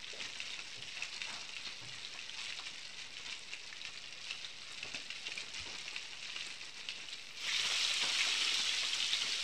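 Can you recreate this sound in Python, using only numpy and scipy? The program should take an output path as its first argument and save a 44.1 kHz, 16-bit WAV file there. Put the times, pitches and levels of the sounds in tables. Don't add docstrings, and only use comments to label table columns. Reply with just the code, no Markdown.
import sys
import numpy as np
from scipy import signal
from scipy.fft import rfft, irfft
from scipy.io import wavfile
from scipy.ndimage import uniform_filter1d

SR = 44100
rng = np.random.default_rng(int(sys.argv[2]) if len(sys.argv) > 2 else 0)


def dump_mix(stems):
    frames = np.atleast_2d(stems).T
    limited = np.clip(frames, -1, 1)
    pcm = np.round(limited * 32767).astype(np.int16)
    wavfile.write(sys.argv[1], SR, pcm)


N = 415863
TIME = np.arange(N) / SR

# (time [s], level before trim [dB], pitch before scaling [Hz])
LARGE_BUBBLES = [(0.0435, -32, 3350), (0.0996, -33, 2660), (0.2037, -31, 3010), (0.357, -36, 2890),
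                 (0.4025, -24, 2670), (0.416, -30, 2870), (0.5033, -32.5, 3540), (0.5912, -28, 2630),
                 (0.8238, -29.5, 2950), (0.9704, -29, 2710), (1.0234, -24, 2640), (1.1273, -34, 3730),
                 (1.1653, -32, 4300), (1.2168, -22.5, 2540), (1.2516, -29, 2800), (1.492, -29.5, 2830),
                 (1.5651, -28, 2740), (1.6558, -29, 4200), (1.6743, -34, 4260), (2.0484, -27, 3880),
                 (2.1892, -30, 2680), (2.2948, -30, 3130), (2.3838, -37, 2710), (2.458, -31, 2890),
                 (2.4932, -34, 2960), (2.524, -28, 2700), (2.5875, -28.5, 3850), (2.6372, -36, 3530),
                 (2.68, -38, 3700), (2.8524, -31.5, 4300), (2.9825, -39, 3640), (3.1685, -31, 2870),
                 (3.2962, -33, 3030), (3.3257, -27, 2620), (3.5345, -26, 2630), (3.727, -31, 2070),
                 (3.8145, -31.5, 3850), (3.8507, -26, 2630), (3.9746, -34, 4540), (4.04, -34.5, 2900),
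                 (4.3083, -25.5, 2750), (4.446, -29, 3680), (4.8287, -26.5, 2670), (4.9458, -26.5, 2630),
                 (5.103, -26.5, 2740), (5.2684, -27, 2890), (5.3184, -30, 2600), (5.3762, -28.5, 2400),
                 (5.58, -33, 2930), (5.88, -25.5, 2700), (5.9627, -24, 2660), (6.132, -31.5, 2720),
                 (6.228, -30.5, 2620), (6.3623, -26.5, 2750), (6.408, -29.5, 2900), (6.4222, -30, 2540),
                 (6.5027, -32, 2490), (6.6139, -33.5, 2540), (6.8871, -22.5, 2880), (7.0015, -33.5, 2680),
                 (7.0864, -31, 2900), (7.1264, -32, 3690), (7.13, -30, 3900), (7.4916, -27, 2000),
                 (7.5446, -24, 2360), (7.5965, -24, 2970), (7.7112, -29, 3350), (7.8484, -21.5, 3640),
                 (8.0165, -21, 2360), (8.1882, -23, 2350), (8.2069, -19, 2340), (8.3262, -25, 3260),
                 (8.4128, -25, 3280), (8.419, -21, 3100), (8.425, -27, 3000), (8.4787, -22, 2700),
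                 (8.5438, -22.5, 3700), (8.6928, -20.5, 3230), (8.932, -22, 3130), (9.0031, -22.5, 3100),
                 (9.0257, -24, 3040), (9.1328, -19, 3600), (9.1413, -24, 3700), (9.22, -22.5, 3000),
                 (9.3221, -24, 4500)]


def from_db(db):
    return 10 ** (np.asarray(db) / 20)


def rms_one(x):
    return x / np.sqrt(np.mean(x ** 2) + 1e-20)


def in_time(rows):
    s, *columns = np.transpose(rows)
    return [np.interp(TIME, s, column) for column in columns]


def high_pass(x, hz):
    return signal.sosfilt(signal.butter(2, hz, "high", fs=SR, output="sos"), x)


def band(x, low_hz, high_hz):
    edges = [max(low_hz, 10), min(high_hz, SR / 2 - 100)]
    return signal.sosfilt(signal.butter(2, edges, "band", fs=SR, output="sos"), x)


def dying_power(kicks, fade_s):
    return signal.lfilter([1], [1, -np.exp(-1 / (fade_s * SR))], kicks + 1e-18)


def swell(age):
    return age * np.exp(1 - age)


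def drift(rate):
    knots = rng.standard_normal(4096)
    return rms_one(np.interp(TIME * rate, np.arange(len(knots)), knots))


def coloured(x, colour, size=4096):
    hz, db = np.transpose(colour)
    grid = np.maximum(np.arange(size // 2 + 1) * SR / size, 1)
    gain = from_db(np.interp(np.log(grid), np.log(hz), db))
    cepstrum = irfft(np.log(gain))
    cepstrum[1:size // 2] *= 2
    cepstrum[size // 2 + 1:] = 0
    response = irfft(np.exp(rfft(cepstrum)))
    return signal.oaconvolve(x, response)[:N]


def hum():
    # (frequency [Hz], rms level [dB])
    tones = [(100, -79)]
    return sum(from_db(db) * np.sqrt(2) * np.sin(2 * np.pi * hz * TIME) for hz, db in tones)


def flame():
    # (frequency [Hz], relative level [dB])
    flame_colour = [(20, 3), (50, -2.5), (80, -23), (130, 3.0), (170, -3), (225, 0), (320, -3), (500, -0.5),
                    (1200, -7), (4000, -13), (15000, -36.5)]
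    rush = rms_one(coloured(rng.standard_normal(N), flame_colour))
    return from_db(-65) * rush


def bumps():
    # (time [s], level before trim [dB], centre [Hz], width [Hz], rise time [s])
    stove_bumps = [(0.125, -53.5, 540, 180, 0.013), (0.17, -61.5, 380, 580, 0.02),
                   (0.225, -66.5, 131, 30, 0.02), (0.756, -63, 190, 490, 0.032),
                   (0.764, -64.5, 133, 19, 0.023), (0.95, -61.5, 960, 720, 0.047),
                   (1.255, -55, 980, 920, 0.048), (1.28, -66, 220, 270, 0.045),
                   (1.811, -58, 127, 14, 0.031), (1.815, -60.5, 280, 570, 0.013),
                   (2.14, -57, 950, 1100, 0.0096), (2.36, -62, 1000, 360, 0.031),
                   (2.585, -53, 1040, 600, 0.0096), (4.826, -60.5, 130, 140, 0.017),
                   (4.842, -54.5, 520, 950, 0.011), (4.935, -57, 480, 860, 0.014),
                   (5.278, -56.5, 520, 480, 0.0078), (5.355, -62.5, 297, 850, 0.019),
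                   (5.59, -56.5, 82, 48, 0.017), (5.65, -58.5, 394, 700, 0.023),
                   (5.85, -61, 600, 940, 0.0098), (7.71, -48, 700, 1400, 0.007),
                   (9.232, -61, 251, 350, 0.028)]
    level_window_s, trim_db = 0.014, 2.0
    out = np.zeros(N + SR)
    for s, db, hz, width_hz, rise_s in stove_bumps:
        age = np.arange(SR) / SR / rise_s
        low_hz = np.hypot(hz, width_hz / 2) - width_hz / 2
        grit = rng.standard_normal(2 * SR) * (rng.random(2 * SR) < 2000 / SR)
        noise = band(grit, low_hz, low_hz + width_hz)[SR:]
        power = uniform_filter1d(noise ** 2, int(level_window_s * SR))
        noise = noise / np.sqrt(power + 1e-18)
        start = int(s * SR)
        out[start:start + SR] += from_db(db + trim_db) * swell(age) * noise
    return out[:N]


def bursts(per_s, spread_db, clump_db):
    chance = per_s * from_db(clump_db * drift(70)) / SR
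    at = np.flatnonzero(rng.random(N) < chance)
    size = rng.laplace(size=N)[at]
    sign = np.sign(size)
    height = rms_one(from_db(spread_db * np.minimum(abs(size), 5))) * sign
    return at, np.tanh(height / 4)


def chirps(at, height, hz, swell_s, glide, size=64):
    t = np.arange(size, dtype=np.float32) / SR
    height, hz, swell_s = np.float32([height, hz, swell_s])[:, :, None]
    age = t / swell_s
    cycles = hz * t * (1 + glide * age / (age + 2))
    wave = height * swell(age) * np.sin(2 * np.pi * cycles)
    samples = at[:, None] + np.arange(size)
    return np.bincount(samples.ravel(), wave.ravel(), N)[:N]


def trains(at, height, hz, gap_s, fade_db, swell_s, count=5):
    gaps, level, detune, damping = rng.standard_normal((len(at), count, 4)).transpose(2, 0, 1)
    later = np.arange(count) > 0
    delay = np.cumsum(later * gap_s * SR * from_db(5 * gaps), axis=1)
    when = at[:, None] + delay.astype(int)
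    follow_db = fade_db * np.sqrt(np.arange(count)) + 2.3 * level * later
    height = height[:, None] * from_db(follow_db)
    hz = hz[:, None] * (1 + 0.1 * detune * later)
    swell_s = swell_s * from_db(1.8 * damping.ravel())
    return chirps(when.ravel(), height.ravel(), hz.ravel(), swell_s, glide=0.14, size=280)


def crackle(per_s, spread_db, clump_db, swell_s, snap_db):
    at, height = bursts(per_s, spread_db, clump_db)
    pitch, damping = rng.random((2, N))[:, at]
    rings = chirps(at, height, 500 + 10500 * pitch, swell_s * (.5 + damping), glide=0.044)
    snaps = rms_one(np.bincount(at, height, N))
    return rms_one(rms_one(rings) + from_db(snap_db) * snaps)


def cracks(per_s, spread_db, tear_s, low_hz, high_hz):
    at, height = bursts(per_s, spread_db, clump_db=0.5)
    power = dying_power(np.bincount(at, height ** 2, N), tear_s)
    return rms_one(band(np.sqrt(power) * rng.standard_normal(N), low_hz, high_hz))


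def ticks(per_s, spread_db):
    at, height = bursts(per_s, spread_db, clump_db=0)
    pitch, damping = rng.random((2, N))[:, at]
    hz = 6500 + 8500 * pitch ** 2
    return rms_one(chirps(at, height, hz, 0.00012 * (.5 + damping), glide=0.047))


def gurgle(per_s, spread_db, low_hz, top_hz):
    at, height = bursts(per_s, spread_db, clump_db=3)
    hz = low_hz * (top_hz / low_hz) ** rng.random(N)[at]
    return rms_one(trains(at, height, hz, gap_s=.004, fade_db=-2.0, swell_s=0.00043))


def sizzle(grains, hiss_db, seethe_db, thin_hz, colour):
    hiss, seethe = rng.standard_normal((2, N))
    grains = high_pass(grains, thin_hz)
    flutter_db = 4.5 * drift(55)
    seethe = rms_one(band(seethe, 78, thin_hz)) * from_db(seethe_db + flutter_db)
    sound = coloured(grains + from_db(hiss_db) * hiss + seethe, colour)
    return sound / np.std(band(sound, 2500, 9000))


def spits():
    # (time [s], tick level before trim [dB], sharp edge against the tick before trim [dB])
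    fat_droplets = [(1.329, -30, -41), (2.4415, -35, -40), (2.5635, -46, -24), (3.3927, -32.5, -46),
                    (4.7252, -33, -34), (5.356, -30, -33), (6.4674, -27, -47), (7.9406, -18.5, -37),
                    (8.4407, -29, -33), (8.5424, -26, -18), (9.0668, -26, -33)]
    s, db, edge_db = np.transpose(fat_droplets)
    at = (s * SR).astype(int)
    tick = band(np.bincount(at, from_db(db + 16), N), 7200, 9000)
    tick = band(tick, 3000, 7900)
    edge = band(np.bincount(at, from_db(db + edge_db + 14), N), 9000, 17000)
    return tick + edge


def surges():
    # (time [s], length [s], level before foam trim [dB])
    collapses = [(0.198, 0.061, -46.5), (0.35, 0.13, -52), (0.948, 0.08, -55), (1.13, 0.05, -46),
                 (1.243, 0.15, -51.5), (2.323, 0.02, -45.5), (2.362, 0.1, -46.5), (2.495, 0.013, -44.5),
                 (2.558, 0.032, -48.5), (2.654, 0.023, -46), (2.767, 0.015, -49), (2.965, 0.07, -52.5),
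                 (3.246, 0.075, -46.5), (3.87, 0.03, -52), (4.28, 0.17, -51.5), (4.66, 0.13, -50),
                 (4.917, 0.043, -49), (5.239, 0.04, -48.5), (5.35, 0.066, -49), (5.56, 0.07, -48.5),
                 (5.714, 0.19, -54.5), (5.926, 0.027, -49.5), (6.245, 0.039, -50), (6.365, 0.046, -48),
                 (6.466, 0.052, -51.5), (6.765, 0.058, -48)]
    attack_s, fade_s = 0.004, 0.0031
    power = np.zeros(N)
    for s, length_s, db in collapses:
        onset = np.clip((TIME - s) / attack_s, 0, 1) ** 2
        decay = np.exp(-np.maximum(TIME - s - length_s, 0) / fade_s)
        power += from_db(db) ** 2 * onset * decay
    return power


def spray():
    lead_s, fade_s, spray_db = 0.00153, 0.015, -22
    s, db, hz = np.transpose(LARGE_BUBBLES)
    at = ((s - lead_s) * SR).astype(int)
    return dying_power(np.bincount(at, from_db(db + spray_db) ** 2, N), fade_s)


def foam():
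    # (time [s], level before foam trim [dB])
    simmer = [(0.0, -49), (0.7, -48.5), (1.3, -48), (1.95, -48), (2.5, -49.5), (2.85, -50.5), (3.6, -51.5),
              (4.1, -50), (4.5, -50.5), (5.2, -48.5), (5.8, -48), (6.6, -49.5), (7.33, -50)]
    # (frequency [Hz], relative level [dB])
    foam_colour = [(150, -14), (700, -15.5), (1050, -10.5), (1690, -8.5), (2010, -3), (2850, -0.5),
                   (3300, -5.5), (3700, -1.5), (5000, -6.5), (5600, -6.5), (6900, -16.5), (7900, -15.5),
                   (10500, -35), (15500, -44.5)]
    simmer_db, = in_time(simmer)
    grains = crackle(per_s=1400, spread_db=3.2, clump_db=2.5, swell_s=0.00015, snap_db=-1.0)
    grains += from_db(-6.5) * cracks(per_s=95, spread_db=1.3, tear_s=.0007, low_hz=2260, high_hz=7540)
    grains += from_db(-4.5) * ticks(per_s=200, spread_db=4.0)
    grains += from_db(-14.0) * gurgle(per_s=55, spread_db=0.5, low_hz=1750, top_hz=5660)
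    sputter = from_db(-2.5 + 1 * drift(22))
    boiling = sputter ** 2 * (from_db(simmer_db) ** 2 + surges())
    level = np.sqrt(boiling + spray())
    return level * sizzle(grains, hiss_db=-9.0, seethe_db=-12.5, thin_hz=1290, colour=foam_colour)


def pops():
    s, db, hz = np.transpose(LARGE_BUBBLES)
    at = ((s + .0005) * SR).astype(int)
    rings = trains(at, from_db(db - 2), hz * 0.923, gap_s=.005, fade_db=-11.5, swell_s=0.00055)
    snap_at = at + round(.0004 * SR)
    snaps = band(np.bincount(snap_at, from_db(db + 12.5), N), 2900, 5700)
    return rings + band(snaps, 1000, 5600)


def wave():
    start_s, rise_s, level_db = 7.462, 0.04, -44.5
    age = np.maximum(TIME - start_s, 0) / rise_s
    gargle = gurgle(per_s=160, spread_db=1.0, low_hz=1770, top_hz=2120)
    return from_db(level_db) * swell(age) * rms_one(band(gargle, 1850, 2600))


def sear():
    # (time [s], level [dB])
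    film_fizz = [(6.95, -105), (7.1, -84), (7.33, -78), (7.47, -72), (7.8, -71.5), (8.1, -80), (8.6, -105)]
    level_db, = in_time(film_fizz)
    return from_db(level_db) * rms_one(band(ticks(per_s=2500, spread_db=8.0), 7500, 16000))


def flare():
    # (time [s], level before trim [dB])
    flare_level = [(7.39, -50), (7.47, -42), (7.62, -37), (8.0, -37.5), (8.32, -36.7), (8.8, -38.5),
                   (9.42, -40)]
    # (frequency [Hz], relative level [dB])
    flare_colour = [(90, -25), (300, -17.5), (820, -16), (1300, -8.5), (1640, -11), (2120, -4.5), (3100, 0),
                    (4400, -3.5), (4850, -6), (5500, -4.5), (6900, -13.5), (7900, -12.5), (10700, -32),
                    (15500, -36)]
    start_s, attack_s, trim_db = 7.35, 0.021, -0.08
    level_db, = in_time(flare_level)
    age = np.maximum(TIME - start_s, 0)
    grains = crackle(per_s=4500, spread_db=4.0, clump_db=1.4, swell_s=0.00025, snap_db=-1.5)
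    grains += from_db(-9.5) * cracks(per_s=240, spread_db=1.5, tear_s=0.00033, low_hz=2300, high_hz=7040)
    grains += from_db(-11.0) * ticks(per_s=230, spread_db=-0.5)
    grains += from_db(-9.0) * gurgle(per_s=130, spread_db=1.5, low_hz=1840, top_hz=5000)
    sound = sizzle(grains, hiss_db=-7, seethe_db=-12.5, thin_hz=1100, colour=flare_colour)
    large = signal.sosfiltfilt(signal.butter(2, 2500, fs=SR, output="sos"), sound)
    churn_db = 0.5 * drift(16)
    large_db = 1 - 1.5 * age + churn_db
    sound = sound + large * (from_db(large_db) - 1)
    onset = np.minimum(age / attack_s, 1)
    return onset * from_db(level_db + trim_db) * sound


def reflections():
    # (delay [s], level [dB])
    near_echoes = [(.0014, -9), (.0045, -33), (.0079, -18)]
    t60_s, tail_db = 0.6, -5.5
    t = TIME[:SR // 2]
    tail, near = rng.standard_normal((2, len(t)))
    tail = tail * from_db(-60 * t / t60_s) * (t > .003)
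    response = from_db(tail_db) * tail / np.linalg.norm(tail)
    for delay_s, db in near_echoes:
        scatter = near * (t >= delay_s) * np.exp(-abs(t - delay_s) / 0.0015)
        response += from_db(db) * scatter / np.linalg.norm(scatter)
    return response


def kitchen(x, count=4):
    share = np.array([drift(60) for _ in range(count)])
    share = share / np.linalg.norm(share, axis=0)
    echoes = sum(signal.oaconvolve(x * spot, reflections())[:N] for spot in share)
    return x + echoes


def scene():
    pan = foam() + wave() + flare() + sear() + pops() + spits()
    return (kitchen(pan + bumps()) + flame() + hum())[None]


def record(dry):
    cutoff_hz, offset = 15500, -.0019
    steep = signal.ellip(10, .1, 70, cutoff_hz, fs=SR, output="sos")
    return signal.sosfilt(steep, dry) + offset


dry = scene()
out = record(dry)
dump_mix(out)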